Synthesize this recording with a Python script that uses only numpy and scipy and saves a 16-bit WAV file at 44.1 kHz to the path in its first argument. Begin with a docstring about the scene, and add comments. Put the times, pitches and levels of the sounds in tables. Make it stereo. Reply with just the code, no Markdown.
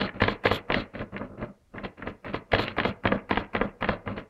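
"""A palm pats dough flat on a wooden board, about four times a second, in a small kitchen.
Each pat thuds, squashes the dough and rubs by stick-slip friction. The board rocks on the worktop and
rings in its modes: its heavy side knocks, and sharp clacks come mostly from its light edge, twice from
a fingertip. The hand presses gently through the middle stretch, then pats hard again.
Two close microphones hear it with short reverberation; the right one is much the louder."""
import sys
import numpy as np
from scipy import signal
from scipy.fft import rfft, irfft
from scipy.io import wavfile
from scipy.ndimage import uniform_filter1d, minimum_filter1d

SR = 44100
rng = np.random.default_rng(int(sys.argv[2]) if len(sys.argv) > 2 else 0)


def inscribe(sig):
    """Save sig as 16-bit PCM at rate SR to the path in sys.argv[1].

    A 1-D sig is mono; a 2-D sig holds one channel per row.
    Samples are clipped to [-1, 1] before scaling.
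    """
    pcm = np.round(np.clip(np.atleast_2d(sig).T, -1, 1) * 32767)
    wavfile.write(sys.argv[1], SR, pcm.astype(np.int16))


N = 189559

# The pats. Each row: landing time, rocking-back time and stay in seconds, then levels in dB of
# landing force, rocking force, weight, landing rub, rocking rub, slide, fingertips and lift.
PATS = [(-.05, 0.0145, 0.043, -1, -5.5, 2, -20.5, -26, -19, -43, -51),
        (0.2174, 0.2819, 0.044, 5, -0.5, -3.5, -24, -27.5, -11, -32, -49),
        (0.4548, 0.5134, 0.052, 3, -0.5, -4.5, -23, -25.5, 0, -24.5, -48),
        (0.7017, 0.745, 0.067, -2.5, -8.5, -0.5, -36, -27, -15.5, -39.5, -64),
        (0.9604, 1.015, 0.0062, -31, -17.5, 4, -36.5, -37.5, -11, -43.5, -60),
        (1.141, 1.213, .035, -23.5, -17, 0.5, -43.5, -44.5, -38, -57, -66),
        (1.398, 1.4257, 0.019, -29, -17.5, 1.5, -45.5, -40.5, -40, -52, -67.5),
        (1.7574, 1.8487, 0.0059, -23.5, -14.5, 1.5, -44, -30, -11.5, -51.5, -68),
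        (1.996, 2.0727, 0.027, -30.5, -12, -4.5, -43, -37, -16.5, -46, -53.5),
        (2.263, 2.3439, 0.018, -21, -8.5, 1, -35.5, -29.5, -13.5, -32, -66),
        (2.5334, 2.5938, 0.048, 6.5, -5, -1, -27, -24, -4, -29.5, -32.5),
        (2.784, 2.8512, 0.04, -2, -1, 0.5, -31, -28, -10.5, -29.5, -40.5),
        (3.0543, 3.1206, 0.041, 0, -2, 0.5, -33.5, -37, -21, -32.5, -40),
        (3.3101, 3.3732, 0.041, -1, -1, -3, -29, -32.5, -15.5, -28, -39),
        (3.5503, 3.613, 0.044, -3, -2.5, -1, -33.5, -38.5, -19, -31.5, -42.5),
        (3.8255, 3.8889, 0.046, -5, 1.5, -0.5, -33.5, -29.5, -24, -30.5, -58),
        (4.076, 4.1788, 0.019, -11, -15, 0, -37.5, -34.5, -18, -43, -79.5)]
# Friction spectrum of skin on dough. Each row, as in every spectrum here: frequency in Hz, level in dB.
RUB_SPECTRUM = [(200, -68.5), (900, 5.5), (1500, 10.5), (2100, 10.5), (2700, 8), (3300, -14.5), (4400, -31),
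                (5500, -32), (8000, -46), (14000, -48)]


def undb(db):
    """Amplitude ratio for a level in decibels."""
    return 10 ** (np.asarray(db) / 20)


def unit(x):
    """Normalisation to an rms of 1."""
    return x / np.sqrt(np.mean(x ** 2))


def through(x, response):
    """A linear system convolves its input with its impulse response."""
    return signal.fftconvolve(x, response)[:len(x)]


def colour(spectrum, size=4096):
    """Minimum-phase impulse response of a spectrum, by folding the cepstrum onto positive time."""
    hz, db = np.transpose(spectrum)
    grid_hz = np.maximum(np.arange(size // 2 + 1) * SR / size, 1)
    magnitude = undb(np.interp(np.log(grid_hz), np.log(hz), db))
    cepstrum = irfft(np.log(magnitude))
    cepstrum[1:size // 2] *= 2
    cepstrum[size // 2 + 1:] = 0
    return irfft(np.exp(rfft(cepstrum)))


def noise(spectrum):
    """White noise filtered to a spectrum, at an rms of 1."""
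    return unit(through(rng.standard_normal(N), colour(spectrum)))


def ring(modes):
    """Modal superposition: the impulse itself plus one damped cosine for each mode."""
    t = np.arange(SR // 2) / SR
    response = signal.unit_impulse(len(t))
    for hz, resonance_db, t60 in modes:
        rate = np.log(1000) / t60
        response += undb(resonance_db) * 2 * rate / SR * np.exp(-rate * t) * np.cos(2 * np.pi * hz * t)
    return response


def add(track, start_s, sound):
    """Superposition of a sound on a track."""
    i = int(np.clip(start_s * SR, 0, len(track) - 1))
    track[i:i + len(sound)] += sound[:len(track) - i]


def pressure(start, length, rise, fall, brush_db=-17, brush_s=0.014):
    """Contact pressure envelope, times in seconds: the hand brushes, bears down, holds and lets go."""
    t = np.arange(N) / SR - start
    brush = undb(brush_db) * np.exp(np.minimum(t, 0) / brush_s)
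    release = np.exp(-np.maximum(t - length, 0) / fall)
    return np.maximum(np.clip(t / rise, 0, 1), brush) * release


def stick_slip(spread_db, rate_hz):
    """Stick-slip friction modulates amplitude at random, many times a second."""
    steps = np.clip(rng.standard_normal(N // 20), -1.5, 1.5)
    flicker = np.interp(np.arange(N) * rate_hz / SR, np.arange(len(steps)), steps)
    return unit(undb(spread_db * flicker))


def soften(x, cutoff_hz):
    """Contact time limits bandwidth: a softer contact lasts longer and acts as a low-pass."""
    return signal.sosfilt(signal.butter(4, min(cutoff_hz, 9000), fs=SR, output="sos"), x)


def disperse(x, centre_hz=1300, width_hz=1100):
    """Dispersion: bending waves cross the wood at different speeds, spreading a pulse (an all-pass)."""
    radius = np.exp(-np.pi * width_hz / SR)
    poles = np.array([1, -2 * radius * np.cos(2 * np.pi * centre_hz / SR), radius ** 2])
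    return signal.lfilter(poles[::-1], poles, x)


def impacts(hits, pulse, rattle_db, rattle_s, typical_hz=3600):
    """Impact with rebound: tiny bounces follow each blow and last longer after a soft one."""
    track, t = np.zeros(N), np.arange(len(pulse)) / SR
    for start, db, cutoff_hz in hits:
        blow = soften(pulse, cutoff_hz)
        settle_s = rattle_s * typical_hz / cutoff_hz
        rebounds = rng.standard_normal(len(t)) * np.sqrt(t) * np.exp(-t / settle_s)
        rattle = through(blow, rebounds / np.linalg.norm(rebounds))
        add(track, start, undb(db) * (blow + undb(rattle_db) * rattle) / np.abs(blow).max())
    return track


def pushes(landing_share=0.48):
    """Load transfer: each pat pushes twice, as the palm lands and as it rocks back."""
    # Each row: knock time and hold in seconds, then force, weight, rub and slide in dB.
    rows = []
    for lands, rocks, stays, land_db, rock_db, weight_db, land_rub_db, rock_rub_db, slide_db, *_ in PATS:
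        land_hold = landing_share * (rocks - lands)
        land_slide_db = slide_db - 7.5 + 0.4 * land_db  # less slide on landing, least when soft
        rows.append((lands, land_hold, land_db, weight_db, land_rub_db, land_slide_db))
        rows.append((rocks, stays, rock_db, weight_db + 0.5, rock_rub_db, slide_db))
    return rows


def microphone_hiss():
    """Self-noise: each of the two microphones adds its own uncorrelated hiss."""
    hiss_spectrum = [(20, 1.5), (200, 2), (1500, 4.5), (6000, -2.5), (11000, -7), (15000, -21)]
    return undb(-73) * np.array([noise(hiss_spectrum), noise(hiss_spectrum)])


def room_air():
    """Ambient noise: a steady floor, strongest in the low bass."""
    air_spectrum = [(20, -9.5), (50, 9), (100, -12), (160, -9), (230, -11), (600, -15.5), (1200, -20),
                    (2500, -41), (5000, -40), (11000, -56), (15000, -38)]
    return undb(-68) * noise(air_spectrum)


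def suppress(x, crossover_hz=250, open_db=-36, slope=0.68, depth_db=-9):
    """Downward expansion: a noise suppressor turns down all but the bass while the sound is quiet."""
    bass = signal.sosfiltfilt(signal.butter(2, crossover_hz, fs=SR, output="sos"), x)
    upper = x - bass
    level = np.sqrt(np.abs(uniform_filter1d(upper ** 2, size=441)))
    return bass + upper * np.clip((level / undb(open_db)) ** slope, undb(depth_db), 1)


def left_microphone(x, lead_samples=10.5):
    """Path difference: the nearer microphone hears early; it is weak and has a rumble of its own."""
    spectrum_re_right = [(30, -9.5), (98, -15.5), (160, -17.5), (260, -16), (450, -18.5), (1100, -18),
                         (1830, -17), (3000, -21), (5000, -12.5), (12000, -15)]
    rumble_spectrum = [(20, 0.5), (90, -4.5), (200, -16), (500, -26), (2000, -48)]
    weak = suppress(through(x, colour(spectrum_re_right)))
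    early = np.interp(np.arange(N) + lead_samples, np.arange(N), weak)
    return early + undb(-58.5) * noise(rumble_spectrum)


def kitchen(x, first_echo_s=0.011):
    """Diffuse reverberation: reflections off walls and cupboards decay exponentially, treble first."""
    # Each row: lower and upper band edge in Hz, 60 dB decay time in seconds, level in dB.
    bands = [(39.4, 310, 0.31, -11.5), (300, 1010, 0.36, -8), (1100, 2450, 0.31, -12),
             (2520, 48000, 0.049, -9)]
    t = np.arange(SR // 2) / SR
    response = np.zeros(len(t))
    for low_hz, high_hz, t60, db in bands:
        tail = rng.standard_normal(len(t)) * np.exp(-np.log(1000) * t / t60) * (t > first_echo_s)
        band = signal.butter(3, [low_hz, min(high_hz, 0.45 * SR)], "band", fs=SR, output="sos")
        response += undb(db) * signal.sosfilt(band, tail / np.linalg.norm(tail))
    return through(x, response)


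def board_response():
    """Resonance: board and worktop ring in their normal modes."""
    # Each row: frequency in Hz, gain at resonance in dB, 60 dB decay time in seconds.
    modes = [(36.3, -1.5, 0.3), (101.5, 15, 0.28), (119.2, 6.5, 0.3), (195.2, 8, 0.25), (255.5, -3.5, .14),
             (344.4, -1.5, 0.37), (490, -6, 0.075), (567, 0.5, 0.026), (833, 8, 0.08), (922, -6, 0.43),
             (1050, 4, 0.084), (1354, -9.5, 0.089), (1773, -29.5, 0.33), (2070, -7, 0.14),
             (2860, -3.5, 0.015), (3280, -2.5, 0.12), (4004, -4.5, .08), (4080, -15, 0.3)]
    return ring(modes)


def lifts(board, delay_s=0.009):
    """Adhesion: skin peels off the dough in small slips as the hand rises."""
    peel = sum(undb(lift_db) * pressure(rocks + stays + delay_s, 0.022, rise=0.0086, fall=0.012)
               for _, rocks, stays, *_, lift_db in PATS)
    friction = noise(RUB_SPECTRUM) * stick_slip(spread_db=7, rate_hz=670)
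    return peel * unit(through(friction, board))


def fingertips(lead_s=0.018):
    """Light impact: fingertips flick the dough ahead of the palm, each time a short noise burst."""
    touch_spectrum = [(60, -15), (250, -4), (900, 7), (2400, 9), (3200, -17.5), (4500, -17.5), (6000, -28),
                      (12000, -31.5), (15000, -32.5)]
    flicks = sum(undb(touch_db) * pressure(lands - lead_s, 0, rise=0.0012, fall=0.01, brush_db=-32)
                 for lands, *_, touch_db, _ in PATS)
    return flicks * noise(touch_spectrum)


def slides(board, lag_s=0.002):
    """Sliding friction over flour: a papery rasp through the board and a fine hiss above it."""
    rasp_spectrum = [(500, -35.5), (2200, -13), (3300, 18), (4200, 1.5), (5200, 1.5), (6200, -7.5),
                     (7300, -6), (8800, -34), (14000, -60.5)]
    hiss_spectrum = [(3000, -30), (6000, -6), (7300, -2), (8800, -18), (10300, -4), (11000, -9), (12200, 0),
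                     (13200, -12), (14000, -27), (16000, -35)]
    rasp_gain, hiss_gain = np.zeros((2, N))
    for knock, hold, *_, slide_db in pushes():
        speed = pressure(knock + lag_s, hold, rise=0.007, fall=0.0037)
        rasp_gain += undb(-36 + slide_db) * speed
        hiss_gain += undb(-48 + 1.7 * slide_db) * speed
    slips = stick_slip(spread_db=4, rate_hz=400)
    rasp = rasp_gain * unit(through(noise(rasp_spectrum) * slips, board))
    return rasp + hiss_gain * noise(hiss_spectrum) * slips


def clacks():
    """Sharp impacts: mostly the board's light edge, twice a fingertip clicking just before a pat."""
    # Each row: start in seconds, level in dB, contact cutoff in Hz. Fingertips: 0.204 and 2.5196 s.
    hits = [(0.0767, -22, 2700), (0.092, -18.5, 2480), (0.204, -12.5, 2770), (0.2374, -6.5, 4000),
            (0.469, -4.5, 3440), (0.7217, -5.5, 3680), (0.7432, -5, 5100), (0.9525, -21.5, 2670),
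            (0.993, -23, 3800), (1.1648, -15.5, 2240), (1.1786, -23.5, 4080), (1.7819, -20, 2000),
            (2.0236, -19.5, 2100), (2.282, -23, 2780), (2.5196, -12.5, 4270), (2.5489, -5, 3900),
            (2.584, -12.5, 5000), (2.6808, -11.5, 4300), (2.8008, -5.5, 3700), (2.8338, -14.5, 3600),
            (3.0728, -6.5, 3700), (3.3277, -13.5, 2910), (3.358, -16.5, 3900), (3.5646, -12.5, 3500),
            (3.8443, -9.5, 3060), (3.8764, -22, 3440)]
    clack_spectrum = [(25, -31), (300, 3.5), (700, 0), (1050, 0.5), (1500, 4.5), (2800, 3.5), (3600, 0),
                      (4500, -8), (5600, -13.5), (8000, -24.5), (14000, -37)]
    mode_hz, mode_db, mode_t60 = 1830, 8, 0.0047
    pulse = through(colour(clack_spectrum), ring([(mode_hz, mode_db, mode_t60)]))
    return impacts(hits, pulse, rattle_db=1, rattle_s=0.0022)


def knocks(brisk_hz=3800, brisk_rub_db=-33.5, octaves_per_db=0.1075):
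    """Contact chatter: the heavy side lands several times; a brisk push rubs more and knocks brighter."""
    # Each row: delay in seconds, level in dB, contact cutoff in Hz.
    chatter = [(0, 0, 9000), (.00245, -7, 9000), (.00295, -5, 4000), (.00392, 0, 1500)]
    knock_spectrum = [(25, -4), (100, -0.5), (450, 9.5), (750, 3), (1050, 4.5), (1500, 4), (2100, 6.5),
                      (2800, -3), (4000, -13.5), (5500, -27), (8000, -35.5), (14000, -28)]
    contact = colour(knock_spectrum)
    pulse = np.zeros(len(contact))
    for delay, db, cutoff_hz in chatter:
        add(pulse, delay, undb(db) * soften(contact, cutoff_hz))
    hits = [(start, force_db, brisk_hz * 2 ** (octaves_per_db * (rub_db - brisk_rub_db)))
            for start, _, force_db, _, rub_db, _ in pushes() if start >= 0]
    return undb(-1) * disperse(impacts(hits, pulse, rattle_db=-5.5, rattle_s=0.0031))


def palm(board):
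    """Forced vibration: soft weight, squashing dough and rubbing skin drive the board."""
    # Slow presses that do not rock the board. Each row: start and length in seconds, force and rub in dB.
    nudges = [(0.136, 0.038, -23, -42), (0.754, 0.031, -16, -50), (1.293, 0.056, -35, -75),
              (1.48, 0.022, -38, -75), (2.022, 0.056, -34, -63), (2.671, 0.048, -24, -34.5)]
    thud_spectrum = [(20, -46), (35, 3.5), (62, -4.5), (100, -3.5), (145, 0.5), (210, 6), (330, 0),
                     (600, -3), (1500, -57.5), (4000, -80)]
    squash_spectrum = [(60, 7.5), (250, -43), (450, -9.5), (620, 12.5), (850, -3), (1300, 10),
                       (2200, -15.5), (5000, -78.5)]
    scuff_spectrum = [(1500, -25), (2600, -5), (3300, 0), (3800, -4), (4250, -1), (4700, -15), (5400, -32),
                      (8000, -44), (14000, -50)]
    presses = [(start, length, force_db, 0, rub_db) for start, length, force_db, rub_db in nudges]
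    for knock, hold, force_db, weight_db, rub_db, _ in pushes():
        lead_s = 0.013 * undb(-0.2 * force_db)  # a gentle palm bears down longer before the knock
        presses.append((knock - lead_s, lead_s + hold, force_db, weight_db, rub_db))
    weight, squash, rub = np.zeros((3, N))
    for start, length, force_db, weight_db, rub_db in presses:
        weight += undb(-25 + weight_db + 0.41 * force_db) * pressure(start, length, 0.014, 0.019)
        squash += undb(-30 + weight_db + 0.56 * force_db) * pressure(start, length, 0.0048, 0.015)
        rub += undb(rub_db) * pressure(start, length, 0.0081, 0.021)
    slips = stick_slip(spread_db=3.5, rate_hz=500)
    thud = weight * unit(through(noise(thud_spectrum), board))
    dough = squash * unit(through(noise(squash_spectrum), board))
    skin = rub * unit(through(noise(RUB_SPECTRUM) * slips, board))
    firmness = (rub / rub.max()) ** (7 / 8)  # only a firm rub has a papery top
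    scuff = rub * firmness * unit(through(noise(scuff_spectrum) * slips, board))
    return thud + dough + undb(-6.5) * skin + undb(-7) * scuff


def scene():
    """Direct and reverberant sound of hand and board add at two close microphones."""
    board = board_response()
    clacking = through(clacks(), board)
    direct = through(knocks() + fingertips(), board) + clacking
    direct = direct + palm(board) + slides(board) + lifts(board)
    right = direct + undb(-4) * kitchen(direct) + room_air()
    # The left microphone catches further reflections and a larger share of the clacks.
    left = left_microphone(right + undb(1) * kitchen(direct) + undb(-19.5) * clacking)
    return np.array([left, right]) + microphone_hiss()


def record(dry, ceiling=0.85, bottom_hz=20, top_hz=15600):
    """Band and peak limiting: the recorder drops deep rumble, eases the loudest peaks and cuts the top."""
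    body = signal.sosfilt(signal.butter(2, bottom_hz, "high", fs=SR, output="sos"), dry)
    allowed_gain = ceiling / np.maximum(np.abs(body).max(axis=0), ceiling)
    gain = uniform_filter1d(minimum_filter1d(allowed_gain, size=129), size=129)
    return signal.sosfilt(signal.ellip(8, 0.2, 70, top_hz, fs=SR, output="sos"), body * gain)


dry = scene()
out = record(dry)
inscribe(out)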